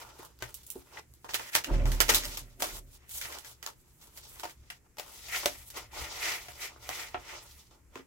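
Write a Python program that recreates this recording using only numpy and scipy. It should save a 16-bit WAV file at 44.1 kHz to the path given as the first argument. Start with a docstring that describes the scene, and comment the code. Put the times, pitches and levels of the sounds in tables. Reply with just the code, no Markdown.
"""Paper rustles and snaps as hands open a plastic binder pocket, pick up two banknotes and slide them in.
Sheets rub in dense grains, hollower inside the pocket; their creases crack, ring and flutter.
Fingers knock on the binder and the wooden desk. A far door thuds through the floor and rattles
the furniture. The small room adds a short echo, a hush and a low rumble."""
import sys
import numpy as np
from scipy import signal
from scipy.fft import rfft, irfft, next_fast_len
from scipy.io import wavfile
from scipy.ndimage import uniform_filter1d

SR = 44100
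rng = np.random.default_rng(int(sys.argv[2]) if len(sys.argv) > 2 else 0)


def transcribe(signal):
    """Save signal, clipped to [-1, 1], as a 16-bit WAV file at the path in sys.argv[1]."""
    frames = np.atleast_2d(signal).T
    limited = np.clip(frames, -1, 1)
    pcm = np.round(limited * 32767).astype(np.int16)
    wavfile.write(sys.argv[1], SR, pcm)


N = 355575

# tone of rubbed and snapped paper: (frequency [Hz], level per Hz [dB])
PAPER_SPECTRUM = [(120, -62), (200, -8), (294, -0.5), (538, -3), (579, 3.5), (659, -4.5), (899, 4),
                  (1060, -1), (1980, 10.5), (2800, 2), (6760, 4.5), (8580, 9.5), (12600, 8), (16000, 4.5)]


def from_db(db):
    """Gain of a level in dB."""
    return 10 ** (np.asarray(db) / 20)


def rms_one(x):
    """Scales to rms 1."""
    return x / np.sqrt(np.mean(x ** 2) + 1e-20)


def in_time(points):
    """A (time, value) curve, sample by sample."""
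    return np.interp(np.arange(N) / SR, *np.transpose(points))


def at_hz(points, hz):
    """A (frequency, value) curve read on a log-frequency axis."""
    known_hz, values = np.transpose(points)
    return np.interp(np.log(hz), np.log(known_hz), values)


def colour(x, spectrum):
    """Gives white input a spectrum in dB."""
    size = next_fast_len(N, real=True)
    hz = np.maximum(np.arange(size // 2 + 1) * SR / size, 1)
    return irfft(rfft(x, size) * from_db(at_hz(spectrum, hz)), size)[..., :N]


def stereo(x):
    """Two unrelated signals become left and right, alike in the bass and unlike in the treble."""
    # stereo image: (frequency [Hz], left-right correlation [-1..1])
    likeness = [(60, 0.88), (180, 0.76), (550, 0.5), (1650, 0.32), (4970, 0.009), (15000, -0.26)]
    size = next_fast_len(N, real=True)
    hz = np.maximum(np.arange(size // 2 + 1) * SR / size, 1)
    alike = np.clip(at_hz(likeness, hz), 0, 1)
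    mid, side = rfft(x, size) * np.sqrt([1 + alike, 1 - alike])
    return irfft([mid + side, mid - side], size)[:, :N] / np.sqrt(2)


def widen(mid, side):
    """Left and right from mid and side."""
    return mid + side * np.array([[1], [-1]])


def pan(left_db):
    """Left and right gain; positive leans left."""
    return from_db(np.array([left_db, -left_db]) / 2)


def drift(rate_hz):
    """A smooth random wander of rms 1."""
    step = 40
    r = np.exp(-2 * np.pi * rate_hz * step / SR)
    slow = signal.lfilter([1], [1, -2 * r, r * r], rng.standard_normal(N // step + 2002))[2000:]
    return np.interp(np.arange(N) / step, np.arange(len(slow)), rms_one(slow))


def grainy_noise(spread_db):
    """Two white noises whose level jumps from sample to sample."""
    return rng.standard_normal((2, N)) * from_db(spread_db * np.minimum(rng.exponential(1, N), 5))


def resonate(x, peaks):
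    """Parallel resonances of alternating sign: (frequency [Hz], width [Hz], level [dB])."""
    out = 0
    for k, (hz, width, db) in enumerate(peaks):
        r = np.exp(-np.pi * width / SR)
        poles = [1, -2 * r * np.cos(2 * np.pi * hz / SR), r * r]
        out += (-1) ** k * from_db(db) * signal.lfilter([(1 - r * r) / 2, 0, (r * r - 1) / 2], poles, x)
    return out


def bands(x):
    """Splits into middle, body, edge and sheen."""
    cuts = [([1300, 3000], "band"), ([300, 1300], "band"), ([3000, 6500], "band"), (6500, "high")]
    return [signal.sosfilt(signal.butter(3, hz, kind, fs=SR, output="sos"), x) for hz, kind in cuts]


def swells(s, hold, db, rise, fall):
    """Summed envelopes that peak at s, hold and fade; rise and fall in s per 20 dB, 5 ms at least."""
    step = 100
    t = np.arange(N // step + 2)[:, None] * step / SR
    before = np.maximum(s - t, 0) / np.maximum(rise, .005)
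    after = np.maximum(t - s - hold, 0) / np.maximum(fall, .005)
    gain = from_db(db - 20 * (before + after)).sum(axis=1)
    return np.interp(np.arange(N) / step, np.arange(len(t)), gain)


def room_hush():
    """A faint, steady bed of room tone."""
    # room tone: (frequency [Hz], level per Hz [dB])
    spectrum = [(88, -25.5), (150, 11.5), (194, 1), (356, 3), (643, -10), (2350, -10), (3490, -23),
                (7510, -9.5), (15300, -18.5), (16500, -32.5)]
    return from_db(-68) * rms_one(colour(stereo(rng.standard_normal((2, N))), spectrum))


def room_rumble():
    """Deep noise that wavers; now and then a low bump of the desk swells it."""
    # tone of the rumble: (frequency [Hz], level per Hz [dB])
    spectrum = [(12, -48), (20, -5.5), (59, 4.5), (70, 10), (87, -12), (118, 3.5), (173, -35.5), (220, -13),
                (290, -30.5), (480, -120)]
    # its slow rise and fall: (time [s], level [dB])
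    bed_levels = [(0, -62.5), (1.5, -65), (3, -61.5), (4, -64.5), (4.9, -64), (5.5, -59.5), (6.1, -59.5),
                  (6.9, -60), (7.5, -62.5), (8.06, -67.5)]
    # low bumps of the desk on top: (time [s], level [dB])
    surges = [(0.454, -52), (1.34, -58), (3.25, -60), (4.34, -59.5), (4.61, -60.5), (5.6, -60),
              (6.02, -46.5), (7.18, -59), (7.92, -60.5)]
    s, db = np.transpose(surges)
    gain = from_db(in_time(bed_levels) + 1.6 * drift(4.5)) + swells(s, 0, db, rise=.077, fall=.077)
    return gain * rms_one(colour(stereo(rng.standard_normal((2, N))), spectrum))


def room_echo(x):
    """A diffuse tail for each side that dies band by band, after a short gap."""
    # decay of the room: (frequency [Hz], t60 [s])
    decay_times = [(200, 0.25), (1000, 0.12), (4000, 0.14), (12000, 0.089)]
    t, tail = np.arange(SR // 2) / SR, 0
    for low in 100 * 2 ** np.arange(0, 7.5, .5):
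        band = signal.butter(2, [low, low * np.sqrt(2)], "band", fs=SR, output="sos")
        fade = from_db(-60 * t / at_hz(decay_times, low)) * np.clip(t / .0015 - .3, 0, 1)
        tail += signal.sosfilt(band, rng.standard_normal((2, len(t)))) * fade
    return signal.fftconvolve(x, tail / np.sqrt(np.sum(tail ** 2) / 2), axes=1)[:, :N]


def door_thud(sway_hz=38.3, right_lead_rad=.44, rise=.025, rattle_lead_s=.035):
    """The floor sways at its lowest mode, booms in the next ones and shakes the furniture."""
    # the thud and its after-bumps: (time [s], sway hold [s], level [dB], boom [dB], rattle [dB])
    bumps = [(1.723, .05, -24, -6, -11), (1.85, .1, -30.5, -6.5, -15.5), (2.12, .03, -42.5, -4.5, -4.5),
             (2.27, .01, -48, -10, -16.5), (2.42, .01, -52, -4.5, -12), (2.63, .01, -59.5, -4, 1.5),
             (2.73, 0.073, -49.5, -3, -11)]
    # boom of the floor: (frequency [Hz], width [Hz], level [dB])
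    floor_modes = [(75, 10, 0), (120, 20, -2)]
    # rattle of the furniture: (frequency [Hz], width [Hz], level [dB])
    furniture_modes = [(269.6, 33, 5.5), (372.7, 21, 3.5), (545, 97, -3), (725, 42, -9)]
    s, hold, db, boom_db, rattle_db = np.transpose(bumps)
    mid, side = rng.standard_normal((2, N))
    shake = widen(mid, .27 * side)
    sway = np.sqrt(2) * np.sin(2 * np.pi * sway_hz * np.arange(N) / SR + [[0], [right_lead_rad]])
    sway *= swells(s, hold, db, rise, fall=.2) * from_db(1.5 * drift(12))
    boom = rms_one(resonate(shake, floor_modes)) * swells(s, 0, db + boom_db, rise, fall=.25)
    rattle = rms_one(resonate(shake, furniture_modes))
    rattle *= swells(s - rattle_lead_s, rattle_lead_s, db + rattle_db, rise, fall=.22)
    return (sway + boom + rattle) * pan(-2.3)[:, None]


def finger_knocks(gain_db=-6):
    """A fingertip strikes every mode: a heavy hand wakes the lowest, a hard nail the upper ones."""
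    # fingers on binder and desk: (time [s], level [dB], hand weight [dB], nail hardness [dB])
    knocks = [(0.191, -36.5, -27, -20), (0.422, -36.5, -10, -19), (0.756, -28.5, -32, -17),
              (1.55, -41, -9, 4), (2.094, -50, -7, 0), (2.624, -35.5, -20, 6.5), (4.433, -41.5, -16, 10.5),
              (4.7, -68, 0, 21), (4.982, -55, -10.5, 16), (5.458, -27, -34, 0.5), (6.483, -45.5, -10, 4),
              (6.762, -59, -16, -2), (6.889, -50, -16, 4), (7.142, -32, -21, 4), (7.955, -33.5, -32.5, -18),
              (7.993, -38, -26.5, -25)]
    # ring of the desk: (frequency [Hz], level [dB], t60 [s])
    desk_modes = [(109, 7, 0.24), (266.3, -9.5, 0.16), (353, -4, 0.12), (404.6, 1.5, 0.043),
                  (485, -8.5, 0.074), (608, -2, 0.094), (718, 0.5, .12), (856, 1.5, 0.068),
                  (1006, -1.5, 0.066)]
    s, knock_db, weight_db, nail_db = np.transpose(knocks)
    scatter = rng.normal(0, 2, (len(s), len(desk_modes)))
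    out = np.zeros(N)
    for k, ((hz, mode_db, t60), scatter_db) in enumerate(zip(desk_modes, scatter.T)):
        touch_db = weight_db if hz < 200 else nail_db if hz > 500 else 0
        hits = np.full(N, 1e-18)
        hits[np.round(s * SR).astype(int)] = from_db(knock_db + mode_db + gain_db + scatter_db + touch_db)
        r, w = from_db(-60 / (t60 * SR)), 2 * np.pi * hz / SR
        out += (-1) ** k * signal.lfilter([0, np.sin(w)], [1, -2 * r * np.cos(w), r * r], hits)
    return uniform_filter1d(out, size=29, origin=14)   # the soft contact dulls the attack


def sheet_rubbing(ticks_per_s=100, waver_db=2.22, flicker_db=1.27):
    """Fibres slip as dense uneven grains, small creases tick in clumps; the pocket adds resonances."""
    # strokes of sheet on sheet: (time [s], hold [s], level [dB], rise [s per 20 dB],
    # fall [s per 20 dB], body [dB], brightness [dB])
    strokes = [(0.022, 0.001, -51, .1, 0.1, 3, -3), (0.1, 0.001, -67, -0.2, 0.22, 9.5, -7),
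               (0.196, 0.031, -64, 0.05, 0.09, 6, 6), (0.405, 0.089, -59.5, -0.19, 0.07, -0.5, -2),
               (0.615, 0.001, -74, 0.3, 0.6, -12, 9), (0.823, 0.001, -66, 0.15, -0.05, 4.5, 3),
               (0.995, 0.0011, -50.5, 0.1149, -0.21, 0, -7), (1.16, 0.001, -92, 2, 0.3, -0.5, 19),
               (1.295, 0.0011, -52.5, 0.01, 0.07, 6.5, 2), (1.369, 0.13, -52.5, 0.09, -0.04, -13, 0),
               (1.543, 0.001, -40, 0.0253, 0.02, -13, 0), (1.749, 0.001, -46, 0.17, 0.19, 1, -12.5),
               (1.863, .07, -49.5, -0.0149, 0.15, -1.5, 0), (2.137, 0.001, -36.5, 0.0864, 0.2137, -7, -0.5),
               (2.302, 0.048, -56, 0.07, 0.04, -3, 6.5), (2.6, 0.092, -51.5, -0.1, 0.0551, -3.5, 7),
               (2.75, 0.045, -56.5, 0.12, 0, 0.5, 13.5), (2.946, 0.03, -79.5, 0.13, -0.15, 7, 23),
               (3.023, 0.001, -72, 0.2, 0.3, -4, -16), (3.113, 0.087, -64.5, 0.0247, 0.1, -12, 25.5),
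               (3.213, 0.016, -54, 0.11, 0.13, -12, 2.5), (3.296, 0.082, -53, 0.17, 0.0533, 2, -4),
               (3.46, 0.055, -58, .045, 0.04, -1.5, 7), (3.66, 0.001, -62, 0.06, .066, 0, 0),
               (3.88, 0.0011, -79.5, 0.4, 0.3, 0.5, 13.5), (4.019, 0.001, -67, 0.03, 0.15, 2, 9.5),
               (4.169, 0.001, -61, 0.05, 0.06, -3, 10.5), (4.244, 0.11, -66.5, 0.07, 0.07, -2, 9.5),
               (4.402, 0.1, -60, .1, 0.06, -3, 4), (4.777, 0.001, -71, 0.7, -0.86, -4, -0.5),
               (4.867, 0.00089, -73, .054, -0.12, 7, -14), (5.01, 0.074, -61.5, -0.15, 0.05, 1, -1),
               (5.138, 0.001, -57, 0.14, 0.42, -5, 5), (5.35, 0.00093, -34, 0.08, .16, -20.5, -3),
               (5.555, 0.001, -65, 0.02, 0.1, 8, -7), (5.69, 0.00091, -74.5, 0.3, -0.1, 0, 23.5),
               (5.772, 0.00089, -39.5, 0.03, .064, -1.5, -3), (5.948, 0.065, -42, 0.0258, 0.23, -4, -4.5),
               (6.252, 0.084, -36.5, 0.1526, 0.0961, -11.5, -6.5), (6.445, 0.14, -62.5, 0.2, 0.14, 1.5, 7),
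               (6.625, 0.034, -40, .05, 0.04, -20, -4), (6.698, 0.001, -59, .05, 0.17, 1, -7),
               (6.83, 0.097, -54.5, 0.03, .1, -6, 0.5), (6.936, 0.11, -47.5, 0.09, 0.11, -8, -4),
               (7.341, 0.001, -43.5, 0.16, 0.0939, -2.5, -11), (7.441, 0.18, -67.5, 0.13, 0.12, -4.5, 6.5),
               (7.712, 0.001, -67, -0.14, 0.13, 5.5, -6.5), (7.947, 0.041, -62, .047, .056, -1, -4)]
    # how far the notes are in the pocket: (time [s], pocket level [dB])
    pocket_depth = [(0, -14.5), (4.9, -15.5), (5.3, -7.5), (7.0, -5), (7.5, -11.5), (8.1, -9.5)]
    # air and film of the pocket: (frequency [Hz], width [Hz], level [dB])
    pocket_modes = [(390, 90, -8), (730, 110, -2), (1300, 220, -4), (2080, 280, 0), (2400, 250, -4)]
    s, hold, db, rise, fall, body_db, bright_db = np.transpose(strokes)
    inside = from_db(in_time(pocket_depth))
    grains = grainy_noise(spread_db=1.5)
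    ticks = rng.random(N) < ticks_per_s * from_db(6 * drift(15)) / SR
    tick_sizes = from_db(5.5 + 3.27 * np.minimum(rng.exponential(1, N), 3))
    tick_sizes /= 1 + 6 * inside   # the film damps them
    grains[0] *= 1 + signal.lfilter([1], [1, -.96], ticks * tick_sizes)
    grains = stereo(grains)
    # the colour shifts as the sheets bend: each band wavers on its own
    paper = bands(colour(grains, PAPER_SPECTRUM))
    middle, body, edge, sheen = (from_db(waver_db * drift(17)) * rms_one(band) for band in paper)
    film_grains = np.roll(grains, shift=SR, axis=1)
    hollow = inside * rms_one(resonate(film_grains, pocket_modes))
    layers = [(middle + hollow, 0), (body, body_db), (edge, 1 + .5 * bright_db), (sheen, bright_db)]
    sheets = sum(layer * swells(s, hold, db + tone_db, rise, fall) for layer, tone_db in layers)
    # the pocket's echo scoops out one band
    sheets -= np.clip(2 * inside, 0, .65) * resonate(sheets, [(1620, 420, 0)])
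    return from_db(flicker_db * drift(20)) * sheets


def crease_snaps(ring_db=-6.5, ring_t60=.065, flutter_t60=.13, crack_s=.0005, crack_samples=600):
    """A crease gives way in a crack of a few spikes; the sheet flutters on in a dying crackle."""
    # snapping creases: (time [s], level [dB], body [dB], brightness [dB], flutter [dB], ring [Hz])
    creases = [(0.0897, -59, -18, 0, -3, 937), (0.194, -52, -6, -20, -0.5, 1490),
               (0.2494, -59, -6, 14.5, -6.5, 921), (0.389, -60, -0.5, 10, -18, 1530),
               (0.4234, -29.5, -3, -6, -10, 1530), (0.5422, -57.5, -17, 25.5, -7.5, 1140),
               (0.6326, -65, -4, 15, -8, 1920), (0.6652, -80, -6, 38.5, -4, 1220),
               (0.7022, -58, -20, 33, -12.5, 2660), (0.7547, -58, 9, 5, -10, 480),
               (0.795, -64, -5, 6, -14, 2500), (0.918, -62, 4, 0, -15, 1020),
               (0.9713, -34.5, -20, -25, -10, 2030), (1.1376, -70.5, 6, 25, -15, 703),
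               (1.2447, -50.5, 8, -4.5, -0.5, 950), (1.291, -43, -5, -11, -3, 895),
               (1.336, -34.5, -8, 0, -6.5, 2500), (1.3428, -23, -7, 2.5, -10.5, 2680),
               (1.395, -35, -0.5, -12, -5, 910), (1.532, -38, -12, 1, -6, 2600),
               (1.545, -34.5, -11, 0, -6, 2900), (1.5511, -20, -3.5, 1, -4.5, 2780),
               (1.638, -41, -12, -1, -4, 2800), (1.6442, -26, -9, -1.5, -13.5, 2820),
               (1.7384, -34.5, -14, -28, -9.5, 860), (1.8558, -31, -15, -5, -14, 860),
               (1.9175, -40, -10, 5, 0, 1710), (2.0033, -12.5, -5.5, 0, -10, 1357),
               (2.083, -34, -7.5, 2, -3, 2800), (2.0897, -24, -8, 0, -8, 2640),
               (2.093, -18, -1, -1.5, -9, 1250), (2.097, -19.5, -8, 0, -14, 1926),
               (2.1201, -27, -15, -3, -21, 1470), (2.1377, -30, -9, 2.5, -10, 3130),
               (2.146, -22, -3, 12, -10.5, 3046), (2.253, -35, -17, 7, -17, 597),
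               (2.3721, -37.5, -3, 7.5, -5, 2500), (2.6036, -41.5, 1.5, 5, -8, 1670),
               (2.6218, -26, 0, 1.5, -4.5, 653), (2.931, -65, 0, 7.5, -3, 593),
               (3.0934, -62, -13, 23, -8, 1890), (3.2131, -35.5, -22, 0, -5.5, 2310),
               (3.2535, -35.5, -8, -27, -9.5, 2050), (3.3236, -41, -13, 1.5, -6.5, 2320),
               (3.3856, -48, -1, 12.5, -10.5, 840), (3.4465, -42.5, -12, -1, -9, 1650),
               (3.6275, -38, -5.5, 0.5, -7.5, 1920), (3.6631, -35.5, 2, 8.5, -20, 1730),
               (3.673, -37.5, 1.5, -1.5, -9, 1145), (4.0717, -66, -8, 20, -12, 970),
               (4.1739, -50.5, -17, 9, -6.5, 2080), (4.397, -40.5, 1, 5, -10, 1490),
               (4.4328, -39, -1, -5.5, 1, 880), (4.4531, -32.5, 2, -9, -21, 916),
               (4.7015, -36, -11.5, -4, -8, 2820), (4.97, -46.5, -6, -3, -9, 845),
               (4.9836, -37, -16, -1.5, -7, 2530), (4.9964, -35.5, 3, 3.5, -18.5, 753),
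               (5.4314, -39, 4, -11.5, -3.5, 1044), (5.458, -16, -4.5, 0.5, -13, 587),
               (5.702, -52, -11, 11, -4.5, 2830), (6.4833, -49, -10, -9.5, 2.5, 720),
               (6.761, -54.5, 13.5, -20, -15.5, 1110), (6.8907, -29, 1.5, -2, -12, 752),
               (7.1442, -29, 2.5, -44.5, -6.5, 732), (7.956, -38, 0, -15, -6, 1020),
               (7.994, -49.5, -14, -18, -7, 1234)]
    crack_gains = from_db([-2, -4, 5, 4])   # middle, body, edge, sheen
    crackle = grainy_noise(spread_db=1.4) * from_db(2.5 * drift(90))
    flutters = [rms_one(band) for band in bands(colour(widen(*crackle), PAPER_SPECTRUM))]
    t = np.arange(SR // 5) / SR
    crack_t = t[:crack_samples]
    spikes = rng.standard_normal((len(creases), 2, crack_samples)) * crack_t * np.exp(-crack_t / crack_s)
    cracks = np.stack(bands(widen(spikes[:, :1], .4 * spikes[:, 1:])), axis=1)
    cracks /= np.abs(cracks.mean(axis=2, keepdims=True)).max(axis=3, keepdims=True)   # mid peaks at 1
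    pans_db = 3 * rng.standard_normal(len(creases))
    out = np.zeros((2, N + len(t)))
    for (s, db, body_db, bright_db, flutter_db, ring_hz), crack, pan_db in zip(creases, cracks, pans_db):
        i = round(s * SR)
        ring = np.sin(2 * np.pi * ring_hz * t) * from_db(-60 * t / ring_t60)
        out[:, i:i + len(t)] += from_db(db + ring_db) * ring   # the bent sheet is a small shell
        tone_db = [0, body_db, .66 * bright_db, bright_db]
        for band_db, crack_gain, click, flutter in zip(tone_db, crack_gains, crack, flutters):
            snap = flutter[:, i:i + len(t)] * from_db(flutter_db - 60 * t / flutter_t60)[:N - i]
            snap[:, :crack_samples] += crack_gain * click
            out[:, i:i + snap.shape[1]] += from_db(db + band_db) * pan(pan_db)[:, None] * snap
    return out[:, :N]


def place_hands(x):
    """The hands move over the desk: the balance shifts, and the left side lags when they go right."""
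    # the move to the binder: (time [s], left over right [dB])
    balance = [(0, -0.5), (4.8, 0.5), (5.0, 2), (8.1, -1)]
    # the reach to the right: (time [s], left delay [s])
    left_lag = [(0, 0), (.9, 0), (1.1, .00014), (4.6, .00014), (4.9, 0), (8.1, 0)]
    left, right = x * pan(in_time(balance))
    samples = np.arange(N)
    return np.array([np.interp(samples - SR * in_time(left_lag), samples, left), right])


def scene():
    """Hands on the desk, their echo in the room, the far door and the background."""
    hands = place_hands(sheet_rubbing() + finger_knocks() + crease_snaps())
    background = room_hush() + room_rumble()
    return background + hands + from_db(-9) * room_echo(hands) + door_thud()


def record(dry, dip_hz=8990, dip_width_hz=1800, dip_db=-5.5, stop_hz=16350):
    """The microphone has a dip in the treble; the top is cut."""
    dipped = dry + (from_db(dip_db) - 1) * resonate(dry, [(dip_hz, dip_width_hz, 0)])
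    return signal.sosfilt(signal.cheby2(20, 60, stop_hz, fs=SR, output="sos"), dipped)


dry = scene()
out = record(dry)
transcribe(out)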